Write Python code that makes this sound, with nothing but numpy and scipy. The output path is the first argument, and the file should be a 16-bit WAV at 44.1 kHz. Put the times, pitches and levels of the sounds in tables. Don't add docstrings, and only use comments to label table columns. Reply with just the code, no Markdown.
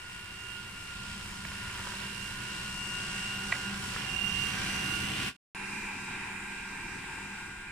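import sys
import numpy as np
from scipy import signal
from scipy.fft import rfft, irfft, next_fast_len
from scipy.io import wavfile
from scipy.ndimage import uniform_filter1d

SR = 44100
rng = np.random.default_rng(int(sys.argv[2]) if len(sys.argv) > 2 else 0)


def store_pcm(level_fs):
    pcm = np.round(np.clip(level_fs, -1, 1) * 32767).astype(np.int16)
    wavfile.write(sys.argv[1], SR, np.atleast_2d(pcm).T)


def magnitude_from_level(level_db):
    exponent = np.asarray(level_db, float) / 20
    return 10 ** exponent


N = 340011
REAR_FROM_S = 5.45


def column(table, t, k):
    rows = np.vstack(table)
    return np.interp(t, rows[:, 0], rows[:, k])


def over_hz(points, hz):
    f, v = np.transpose(points)
    return np.interp(np.log(hz + 1), np.log(f), v)


def sides(pan_db):
    return magnitude_from_level(np.array([pan_db, -pan_db]) / 2)


def walk(rate, channels=1):
    k = int(SR / rate)
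    steps = np.repeat(rng.standard_normal((channels, N // k + 1)), k, axis=1)
    w = uniform_filter1d(uniform_filter1d(steps, k), k)[:, :N]
    return w / w.std()


def tone(hz, db, fading_db, drift=0.69):
    start = rng.uniform(0, 2 * np.pi)
    phase = 2 * np.pi * np.cumsum(hz) / SR + start + drift * walk(2.7, channels=2)
    return np.sqrt(2) * magnitude_from_level(db + fading_db * walk(6, channels=2)) * np.sin(phase)


def narrow(hz, reach_hz):
    lowpass = signal.butter(2, reach_hz, fs=SR, output="sos")
    slow = signal.sosfilt(lowpass, rng.standard_normal((2, 3, len(hz))))
    swing = (slow[0] + 1j * slow[1]) / slow.std()
    swing = 0.66 * swing[0] + 0.51 * swing[1:]
    return np.real(swing * np.exp(2j * np.pi * np.cumsum(hz) / SR))


# t/s, nearness/dB, microphones over the lid (0-1),
# bearing as left minus right level/dB
PATH = [
    [(0, -0.5, 0, 0.5), (.6, 1.5, 0.04, 0), (1.25, 4, 0.04, 0), (1.55, 4.5, 0.12, -1.5),
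     (1.85, 7, 0.03, -3), (2.15, 6.5, 0.01, -4), (2.75, 7.5, 0, -1), (3.1, 9.5, 0.06, -0.5),
     (3.7, 9, 0.04, -1), (4.0, 10, 0.22, -4), (4.2, 8.5, .3, -2.5), (4.6, 11, 0.58, -2.5),
     (4.75, 10.5, 0.7, -1), (4.95, 10, 0.55, -4), (5.1, 8.5, 0.88, -1), (5.28, 10, 0.9, -1.5)],
    [(5.56, -0.5, 0, -2.5), (5.87, 0.5, 0, 4), (6.5, -1, 0.23, 2.5), (7.1, -1.5, 0.09, 2),
     (7.7, -5, 0.02, 4)],
]


def follow(t, laws):
    base_db, slope, lid_db = np.where(t > REAR_FROM_S, *np.array(laws)[::-1, :, None])
    return base_db + slope * column(PATH, t, 1) + lid_db * column(PATH, t, 2)


# level/dB, dB per dB of nearness, dB more over the lid
AIR_LAWS = [
    [(-66, 0.923, 8.5), (-59, 0.8154, 0.5), (-56, 0.56, 6.5), (-59, 0.6762, 4), (-57, 0.9739, -1.5),
     (-70, .5, 5)],
    [(-54.5, 1.16, 0), (-49.5, 0.87, 3.5), (-45.5, 0.64, 3.5), (-59, 0.3, 1), (-54.5, 1.46, -3),
     (-71.5, 0.2, 4)],
]
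# t/s, level/dB
RUMBLE = [
    [(0, -62), (.9, -57.5), (1.25, -52), (1.85, -52.5), (2.15, -56), (2.9, -54), (3.3, -57), (3.45, -53),
     (3.6, -57), (3.72, -52), (4.05, -56), (4.3, -52), (4.7, -52), (5.28, -56)],
    [(5.56, -60), (6.2, -59), (6.5, -58.5), (7.0, -56), (7.7, -57)],
]


def air_db(t, k):
    if k == 0:
        return column(RUMBLE, t, 1)
    return follow(t, [laws[k - 1] for laws in AIR_LAWS])


# f/Hz, peak level/dB before wavering
HUM = [(49, -62), (99, -60)]


def mains():
    phase = 2 * np.pi * np.arange(N) / SR
    return sum(magnitude_from_level(db + 2.6 * walk(5)) * np.sin(hz * phase + 1.3 * walk(4)) for hz, db in HUM)


# start t/s, length t/s, from f/Hz, to f/Hz, level/dB at the middle
SLIDES = [(0.901, 0.79, 220, 235, -60.5), (1.2, 1.4, 945, 990, -58.5), (3.6, 0.39, 185, 230.1, -53),
          (3.749, 0.47, 3103, 3240, -54), (3.85, 0.52, 2420, 2496, -51), (4.15, .6, 175, 190, -50),
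          (4.149, .5, 3000, 3250, -52), (4.45, 0.46, 2300, 2455, -46.5), (4.5, .8, 1500, 1650, -55.5),
          (4.55, 0.54, 1960, 2050, -53.5), (4.65, 0.8, 290, 320.3, -52.5), (4.798, .6, 2800, 3190, -47.5),
          (4.95, 0.5, 3450, 3550, -51), (4.95, 0.52, 2347, 2550, -47)]


def slides():
    out = np.zeros((2, N))
    for s, length, from_hz, to_hz, db in SLIDES:
        i = int(s * SR)
        along = np.arange(int(length * SR)) / (length * SR)
        band = narrow(from_hz + (to_hz - from_hz) * along, 15 + from_hz / 60)
        out[:, i:i + len(along)] += magnitude_from_level(db) * np.sin(np.pi * along) * band
    return out


# start t/s, length t/s, grains per s, level/dB, ring f/Hz
DIRT = [(1.596, 0.41, 190, -56, 1600), (3.9, 0.19, 200, -54, 1898), (4.5, 0.22, 290, -53, 2098),
        (4.998, .4, 400, -49.5, 2696)]


def dirt(t):
    out = 0
    dice, size = rng.random((2, N))
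    size_db = -1.8 * np.log(1 - size)
    for s, length, rate, db, hz in DIRT:
        patch = np.sin(np.pi * np.clip((t - s) / length, 0, 1))
        grains = (dice < rate / SR) * magnitude_from_level(size_db) * patch
        shell = signal.butter(2, [0.66 * hz, 1.27 * hz], "band", fs=SR, output="sos")
        ring = signal.sosfilt(shell, grains)
        out = out + magnitude_from_level(db) * ring / np.sqrt(np.sum(ring ** 2) / (length * SR) + 1e-18)
    return out * sides(-1.5)[:, None]


# t/s, peak level/dB before panning, ring f/Hz,
# left minus right level/dB, time to ring down 60 dB t/s
GRIT = [(1.4505, -31, 1820, -9, .016), (1.4535, -35, 1820, -9, .012), (1.483, -40, 1780, -6, .016),
        (1.517, -38.5, 1100, -3, .01), (1.519, -38, 2050, -3, .01), (1.555, -39, 2050, -5, .01),
        (1.698, -36, 1800, -10, .012), (1.707, -40, 1500, -6, .01), (1.784, -37, 1800, -6, .016),
        (1.797, -39, 980, -3, .025), (1.816, -37, 1750, -6, .012), (1.853, -37, 1560, -6, .018),
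        (1.8695, -35, 1530, -7, .016), (1.870, -34.5, 980, -4, .02), (1.920, -36, 1800, -3, .012),
        (1.936, -38, 960, -3, .025), (3.52203, -22.5, 1960, -4, .018), (3.5246, -18.5, 1960, -4, .015),
        (3.52765, -22, 1960, -4, .008), (3.5385, -30.5, 1950, -4, .014), (3.541, -31.5, 2050, -4, .01),
        (3.5485, -32.5, 1550, -4, .01), (3.554, -33.5, 1650, -4, .012), (3.5575, -31, 1650, -4, .01),
        (3.9634, -25, 1280, -2.5, .005), (3.9657, -33.5, 1500, -2.5, .006), (4.007, -35.5, 1500, -4, .01),
        (4.544, -33, 1600, -2.5, .01), (4.672, -31, 2300, 0, .01)]
# times the ring f, level/dB, times the ring-down time
GRIT_MODES = [(.36, -20, 2.2), (.58, -9, 1.2), (1, 0, 1), (1.185, -4, 1), (2.2, -16, .6)]


def grit():
    out = np.zeros((2, N))
    age = np.arange(SR // 10) / SR
    for s, db, hz, pan_db, t60 in GRIT:
        ring = 0
        for times_hz, mode_db, longer in GRIT_MODES:
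            decay = 1000 ** (-age / (longer * t60))
            ring = ring + magnitude_from_level(mode_db) * np.sin(2 * np.pi * times_hz * hz * age) * decay
        ring = ring * np.minimum(age * hz, 1)
        i = int((s - .0003) * SR)
        out[:, i:i + len(age)] += magnitude_from_level(db) * ring / np.abs(ring).max() * sides(pan_db)[:, None]
    return out


# t/s, f/Hz, level/dB, left minus right level/dB
WHEELS = [
    [(0, 1434, -51, -1.5), (.3, 1437, -53.5, 2), (.4, 1424, -53, -2), (.6, 1433, -47.5, -3.5),
     (.72, 1414, -55, -3), (.85, 1414, -55.5, -3), (.93, 1415, -50.5, -2), (1.05, 1417, -50.5, -2),
     (1.27, 1414, -56.5, 0), (1.42, 1425, -53, 0), (1.55, 1428, -59, 0), (1.63, 1430, -50, 0),
     (1.84, 1413, -53, -4), (1.95, 1434, -55, 1), (2.25, 1435, -55, 2), (2.48, 1443, -50, -5),
     (2.8, 1442, -50, 1), (3.1, 1436, -48.5, -1), (3.62, 1436, -47.5, -4), (3.95, 1439, -50, 1),
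     (4.05, 1432, -57, 3), (4.22, 1434, -53, 8), (4.33, 1440, -59, 0), (4.51, 1454, -53, -8),
     (4.63, 1429, -52, -5), (4.95, 1431, -48.5, -16), (5.1, 1430, -52.5, -11), (5.16, 1430, -57, -5),
     (5.28, 1433, -51, 6)],
    [(5.56, 1384, -55.5, .5), (6.0, 1394, -56, 2), (6.12, 1407, -52.5, -2), (6.55, 1434, -57, -3),
     (6.62, 1426, -53, -6), (6.8, 1431, -56, 3), (6.9, 1423, -59, -5), (7.37, 1439, -55, 1.5),
     (7.52, 1445, -51, -3), (7.71, 1428, -57, 2)],
]


def wheels(t):
    hz, db = column(WHEELS, t, 1), column(WHEELS, t, 2)
    jitter_hz = np.gradient(walk(45)[0]) * SR / 9
    first = tone(hz + jitter_hz, db, 1.2, drift=0.39)
    split_hz = 9.0 * walk(3)[0] + 7.88 * walk(35)[0]
    second = tone(hz + split_hz, db - 9, 2.5, drift=0.64)
    return (first + second) * sides(column(WHEELS, t, 3))


# t/s, level/dB
HOLLOW = [
    [(0, -78), (1.2, -73), (2.1, -77), (2.6, -70), (3.2, -63.5), (3.6, -64), (3.9, -64), (4.15, -58.5),
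     (4.4, -62), (4.7, -57), (5.0, -60), (5.15, -57), (5.28, -60)],
    [(5.56, -70), (7.71, -73)],
]


def hollow_db(t):
    return column(HOLLOW, t, 1)


MESH_TEETH = 22
FLAPS_PER_TURN = .4865
# t/s, f/Hz, level/dB, left minus right level/dB
BRUSH = [
    [(0, 2797, -58.5, -8), (.55, 2801, -55, -20), (.8, 2803, -53.5, 8), (1.0, 2800, -56.5, -12),
     (1.1, 2806, -58, -2), (1.3, 2803, -57, -5), (1.9, 2808, -52.5, 8), (2.2, 2803, -47.5, -8),
     (2.4, 2807, -51.5, -1), (2.9, 2800, -45.5, 10.5), (3.06, 2805, -43, 2), (3.34, 2801, -40.5, -1),
     (3.45, 2805, -46.5, -4.5), (3.69, 2808, -48, -11), (3.75, 2803, -67, 2), (3.9, 2797, -51, 1),
     (4.16, 2795, -43, -23), (4.48, 2798, -43.5, -18.5), (4.57, 2790, -55, -16), (4.7, 2792, -45, -7),
     (4.98, 2799, -41, -7.5), (5.12, 2797, -46.5, -9.5), (5.28, 2788, -46.5, 4)],
    [(5.56, 2716, -56, -13), (6.04, 2720, -53, -5), (6.4, 2720, -58, -16), (7.3, 2720, -54.5, 6),
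     (7.71, 2720, -68, -3)],
]
# level/dB, dB per dB of nearness, dB more over the lid
HOUSING_LAWS = [(-74, 1.38, 6.5), (-63, .3, 0)]
BRUSH_ORDERS = [9, 19, 25, 42]
BRUSH_FRONT_DB = [-.5, -7.5, -8, -11.5]
BRUSH_REAR_DB = [-5, -3, -13, -24]
BRUSH_LID_DB = [0, -3, -1, 1]


def brush(t, rear, turns):
    shaft_hz = np.gradient(turns) * SR
    mesh_hz, mesh_db = MESH_TEETH * shaft_hz, column(BRUSH, t, 2)
    mesh_sides = sides(column(BRUSH, t, 3))
    housing_db = follow(t, HOUSING_LAWS) + .6 * walk(3)[0]
    eccentric = np.sin(2 * np.pi * turns * FLAPS_PER_TURN * 2 / 3 + 1.2 * walk(9)[0])
    wobble = 1 + 0.098 * walk(60)[0] + (0.28 + 0.12 * walk(5.4)[0]) * eccentric
    mesh = tone(mesh_hz + 2.2 * walk(40)[0], mesh_db, 0.7, drift=0.3)
    out = mesh * wobble * mesh_sides * magnitude_from_level(1.2 * walk(14))
    out = out + magnitude_from_level(mesh_db - 11.5) * narrow(mesh_hz, 85.) * mesh_sides
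    for order, front_db, rear_db, lid_db in zip(BRUSH_ORDERS, BRUSH_FRONT_DB, BRUSH_REAR_DB, BRUSH_LID_DB):
        db = housing_db + np.where(rear, rear_db, front_db) + lid_db * column(PATH, t, 2)
        out = out + tone(order * shaft_hz, db, 1.3, drift=.35)
    out = out + tone((MESH_TEETH - 1) * shaft_hz, mesh_db - 13.5, 3.0) * wobble
    out = out + tone(6 * shaft_hz, hollow_db(t), .8, drift=.3)
    out = out + magnitude_from_level(hollow_db(t) - 2) * narrow(730 + 0 * t, 110.)
    out = out + tone(3 * shaft_hz, air_db(t, 2) - 12.0, 2.8)
    thrum_db = air_db(t, 1) + np.where(rear, -9, 3) - 5 * column(PATH, t, 2) + 1.5 * walk(3)[0]
    return out + magnitude_from_level(thrum_db) * np.sin(4 * np.pi * turns * FLAPS_PER_TURN)


def motor_turns(t):
    return np.cumsum(uniform_filter1d(column(BRUSH, t, 1), SR // 4) / MESH_TEETH) / SR


def roller_flaps(turns):
    cycle = turns * FLAPS_PER_TURN % 1
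    return np.exp(-cycle / 0.2) + 0.15 * np.exp(-((cycle + .5) % 1) / 0.087)


# t/s, f/Hz, level/dB
WHISTLE = [
    [(0, 5350, -77), (2, 5350, -67), (3.5, 5530, -60), (4.2, 5760, -54.5), (4.7, 5900, -49.5),
     (5.28, 6050, -59)],
    [(5.56, 2386, -51.5), (5.85, 2429, -42), (6.2, 2442, -47), (6.6, 2422, -47.5), (7.1, 2400, -58),
     (7.7, 2370, -71)],
]


def whistle(t):
    return magnitude_from_level(column(WHISTLE, t, 2) + 1.0 * walk(14)) * narrow(column(WHISTLE, t, 1), 130.)


FAN_HZ = [198.5, 198.25]
# t/s, level/dB, left minus right level/dB
FAN = [
    [(0, -75, -5), (1.2, -77, -3), (1.45, -59, -3), (2.16, -59.5, -17), (2.62, -54, -4), (2.76, -70, -2),
     (2.91, -55, 0), (3.75, -54, -15), (4.0, -62, -3), (4.38, -58, 2), (4.44, -52, -5), (4.51, -55, -8),
     (4.6, -47, -10), (4.7, -53, -6), (5.06, -52, -2), (5.15, -63, 2), (5.28, -54, 8.5)],
    [(5.56, -51, 3), (6.11, -50, -4), (6.4, -50, -2), (6.92, -48.5, 0), (7.2, -51, 3), (7.4, -49.5, 2),
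     (7.71, -51, 0)],
]
# t/s, peak level/dB before wavering
SHAFT = [
    [(0, -71), (.8, -62), (1.15, -51.5), (1.5, -60), (1.75, -52), (2.3, -53.5), (2.45, -49), (2.7, -53.5),
     (2.94, -46.5), (3.3, -52), (3.44, -47), (3.52, -55), (3.63, -58), (3.675, -41), (3.74, -47),
     (3.82, -46), (3.95, -53.5), (4.09, -58.5), (4.27, -43), (4.6, -47.5), (4.9, -49.5), (5.15, -49.5),
     (5.28, -58)],
    [(5.56, -51), (5.9, -48.5), (6.1, -52), (6.3, -49.5), (6.7, -52.5), (7.02, -60), (7.31, -50),
     (7.71, -59)],
]
FAN_ORDERS = [5, 10, 19, 36, 37, 39, 40, 43, 47, 61, 63, 64, 66, 67, 68, 70, 71, 72, 73, 76]
FAN_FRONT_DB = [-15, -21.5, -24.5, -27, -42, -28, -29, -17, -34, -45, -42.5, -46, -47, -46.5, -47, -41.5,
                -48, -39, -42, -44]
FAN_REAR_DB = [-6, -7, -12, -9, -31, -20, -23, -16, -9.5, -34, -31, -34, -35, -40, -34, -35, -35, -21, -40,
               -30.5]


def fan(t, rear):
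    shaft_hz = np.where(rear, *FAN_HZ[::-1])
    out = tone(8 * shaft_hz, column(FAN, t, 1), 1, drift=.35) * sides(column(FAN, t, 2))
    out = out + tone(4 * shaft_hz, hollow_db(t) - 4, 2.5)
    hum_db = column(SHAFT, t, 1) + np.where(rear, 1.5, 2.4) * walk(16)
    hum_phase = 2 * np.pi * np.cumsum(shaft_hz) / SR + np.where(rear, .2, .7) * walk(20)
    out = out + magnitude_from_level(hum_db) * np.sin(hum_phase)
    for order, front_db, rear_db in zip(FAN_ORDERS, FAN_FRONT_DB, FAN_REAR_DB):
        out = out + tone(order * shaft_hz, air_db(t, 5) + np.where(rear, rear_db, front_db), 2.8)
    return out


# from f/Hz, to f/Hz
AIR_BANDS = [(25, 80), (215, 370), (450, 1300), (1650, 2600), (2900, 3800), (4000, 10000), (10500, 15000)]
# f/Hz, relative level/dB per Hz
COLOUR = [
    [(12, -36), (20, -4), (115, -0.5), (156, -3.5), (195, -3.5), (264, -9.5), (625, -22.5), (800, -19.5),
     (1320, -14.5), (1440, -10.5), (2570, -7.5), (2800, -9), (3400, -16.5), (9220, -19.5), (15200, -52.5)],
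    [(12, -35), (20, 4), (70, -5), (200, -2.5), (287, -7), (369, -7.5), (625, -30.5), (896, -3),
     (1180, -15), (1610, -6.5), (1840, -6.5), (2430, -4), (3400, -17.5), (8490, -35), (15200, -66.5)],
]
# f/Hz, width f/Hz, level/dB
DUCT = [
    [(190, 45, 4), (357, 130, 4), (470, 120, -1), (690, 200, -3), (830, 70, -3), (990, 166, 6),
     (2400, 660, -2), (3060, 540, 2), (5350, 300, 2.5), (5760, 230, -1.5), (6295, 410, -4),
     (7770, 220, 4.5), (9420, 300, 3), (14600, 3200, 9.5)],
    [(870, 140, -1.5), (1600, 120, 2.5), (1870, 120, -2.5), (2240, 120, -3.5), (2400, 140, 5),
     (3880, 230, 5.5), (4990, 310, 5.5), (5900, 760, 7.5), (6300, 400, -4.5), (7700, 270, 5),
     (8540, 300, 6)],
]
# f/Hz, likeness (0-1)
ALIKE = [
    [(60, .999), (130, 1), (290, 0.84), (640, 0.28), (1410, 0.63), (3100, 0.38), (6820, 0.11)],
    [(60, 1), (130, 0.97), (290, 1), (640, 0.6), (1410, 0.75), (3100, 0.19), (6820, 0.15)],
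]
# f/Hz, left minus right level/dB
BALANCE_DB = [
    [(150, -0.5), (380, 2), (700, 9.5), (1290, -1), (2380, -2), (4400, -3), (8120, 0), (15000, -29)],
    [(150, -0.5), (380, 1.5), (700, 10), (1290, -2), (2380, -3.5), (4400, -5), (8120, 5), (15000, -15.5)],
]
# f/Hz, left leads by (radians)
LEAD = [
    [(30, .04), (60, 0.12), (125, 0.26), (340, 0.62), (1460, 0.27), (2840, 2.16), (5000, 1.4)],
    [(30, .04), (60, 0.13), (125, 0.11), (430, 0.68), (950, 0.23), (2930, .1), (5000, 3.2)],
]
FLAP_DEPTH = [0.61, .15]


def air(t, end, flap):
    size = next_fast_len(N)
    hz = np.arange(size // 2 + 1) * SR / size
    db = over_hz(COLOUR[end], hz)
    db = db + sum(d / (1 + (2 * (hz - f) / w) ** 2) for f, w, d in DUCT[end])
    common, left, right = rfft(rng.standard_normal((3, size)))
    alike = np.clip(over_hz(ALIKE[end], hz), 0, 1)
    lead = np.exp(.5j * np.array([[1], [-1]]) * over_hz(LEAD[end], hz))
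    ports = np.sqrt(alike) * common * lead + np.sqrt(1 - alike) * np.array([left, right])
    ports = ports * magnitude_from_level(db) * sides(over_hz(BALANCE_DB[end], hz))
    centres = np.log([np.sqrt(lo * hi) for lo, hi in AIR_BANDS])
    pan_db = column([PATH[end]], t, 3)
    out = 0
    for k, (lo, hi) in enumerate(AIR_BANDS):
        inside = np.abs(ports.mean(0)[(hz > lo) & (hz < hi)])
        share = np.interp(np.log(hz + 1), centres, np.eye(len(centres))[k])
        band = irfft(ports * share, size)[:, :N] * size / np.sqrt(2 * np.sum(inside ** 2))
        band = band * magnitude_from_level(air_db(t, k) + (0.79, 1.3)[end] * walk(12))
        if k >= 4:
            scrape = 1 + FLAP_DEPTH[end] * (flap - flap.mean())
            band = band * magnitude_from_level(0.54 * walk(15)) * scrape * sides(pan_db - pan_db.mean())
        out = out + band
    return out


# t/s, lag t/ms, share (0-1) of the dulled copy
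TILES = [(0, 2.14, 0.15), (3.4, 2.16, 0.2), (3.7, 3.1, 0.2), (4.5, 2.7, 0.12), (5.3, 1.926, 0.06),
         (5.5, 2.2, 0.07), (7.7, 4.02, 0.01)]


def via_tiles(x, t):
    s, lag_ms, share = np.transpose(TILES)
    place = np.arange(N) - np.interp(t, s, lag_ms) * SR / 1000
    dull = signal.sosfilt(signal.butter(2, [700, 4200], "band", fs=SR, output="sos"), x)
    late = np.array([np.interp(place, np.arange(N), side) for side in dull])
    return x + np.interp(t, s, share) * late


def scene():
    t = np.arange(N) / SR
    rear = t > REAR_FROM_S
    turns = motor_turns(t)
    flap = roller_flaps(turns)
    background = mains() + slides() + dirt(t) + grit()
    machine = wheels(t) + brush(t, rear, turns) + whistle(t) + fan(t, rear)
    noise = np.where(rear, air(t, 1, flap), air(t, 0, flap))
    return background + machine + via_tiles(noise, t)


def roll_off(x):
    return signal.sosfilt(signal.butter(12, 15640, fs=SR, output="sos"), x)


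# t/s, gain level/dB
FADE = [(5.286, 1.5), (5.305, -5.5), (5.34, -21), (5.365, -20.5)]


def record(dry):
    t = np.arange(N) / SR
    s, db = np.transpose(FADE)
    fading = magnitude_from_level(np.interp(t, s, db)) * (t < s[-1])
    gain = np.where(t > 5.548, 1, fading)
    top_cut = signal.ellip(12, .2, 80, 15080, fs=SR, output="sos")
    finished = signal.sosfilt(top_cut, (dry - .0005) * gain)
    return roll_off(finished)


dry = scene()
out = record(dry)
store_pcm(out)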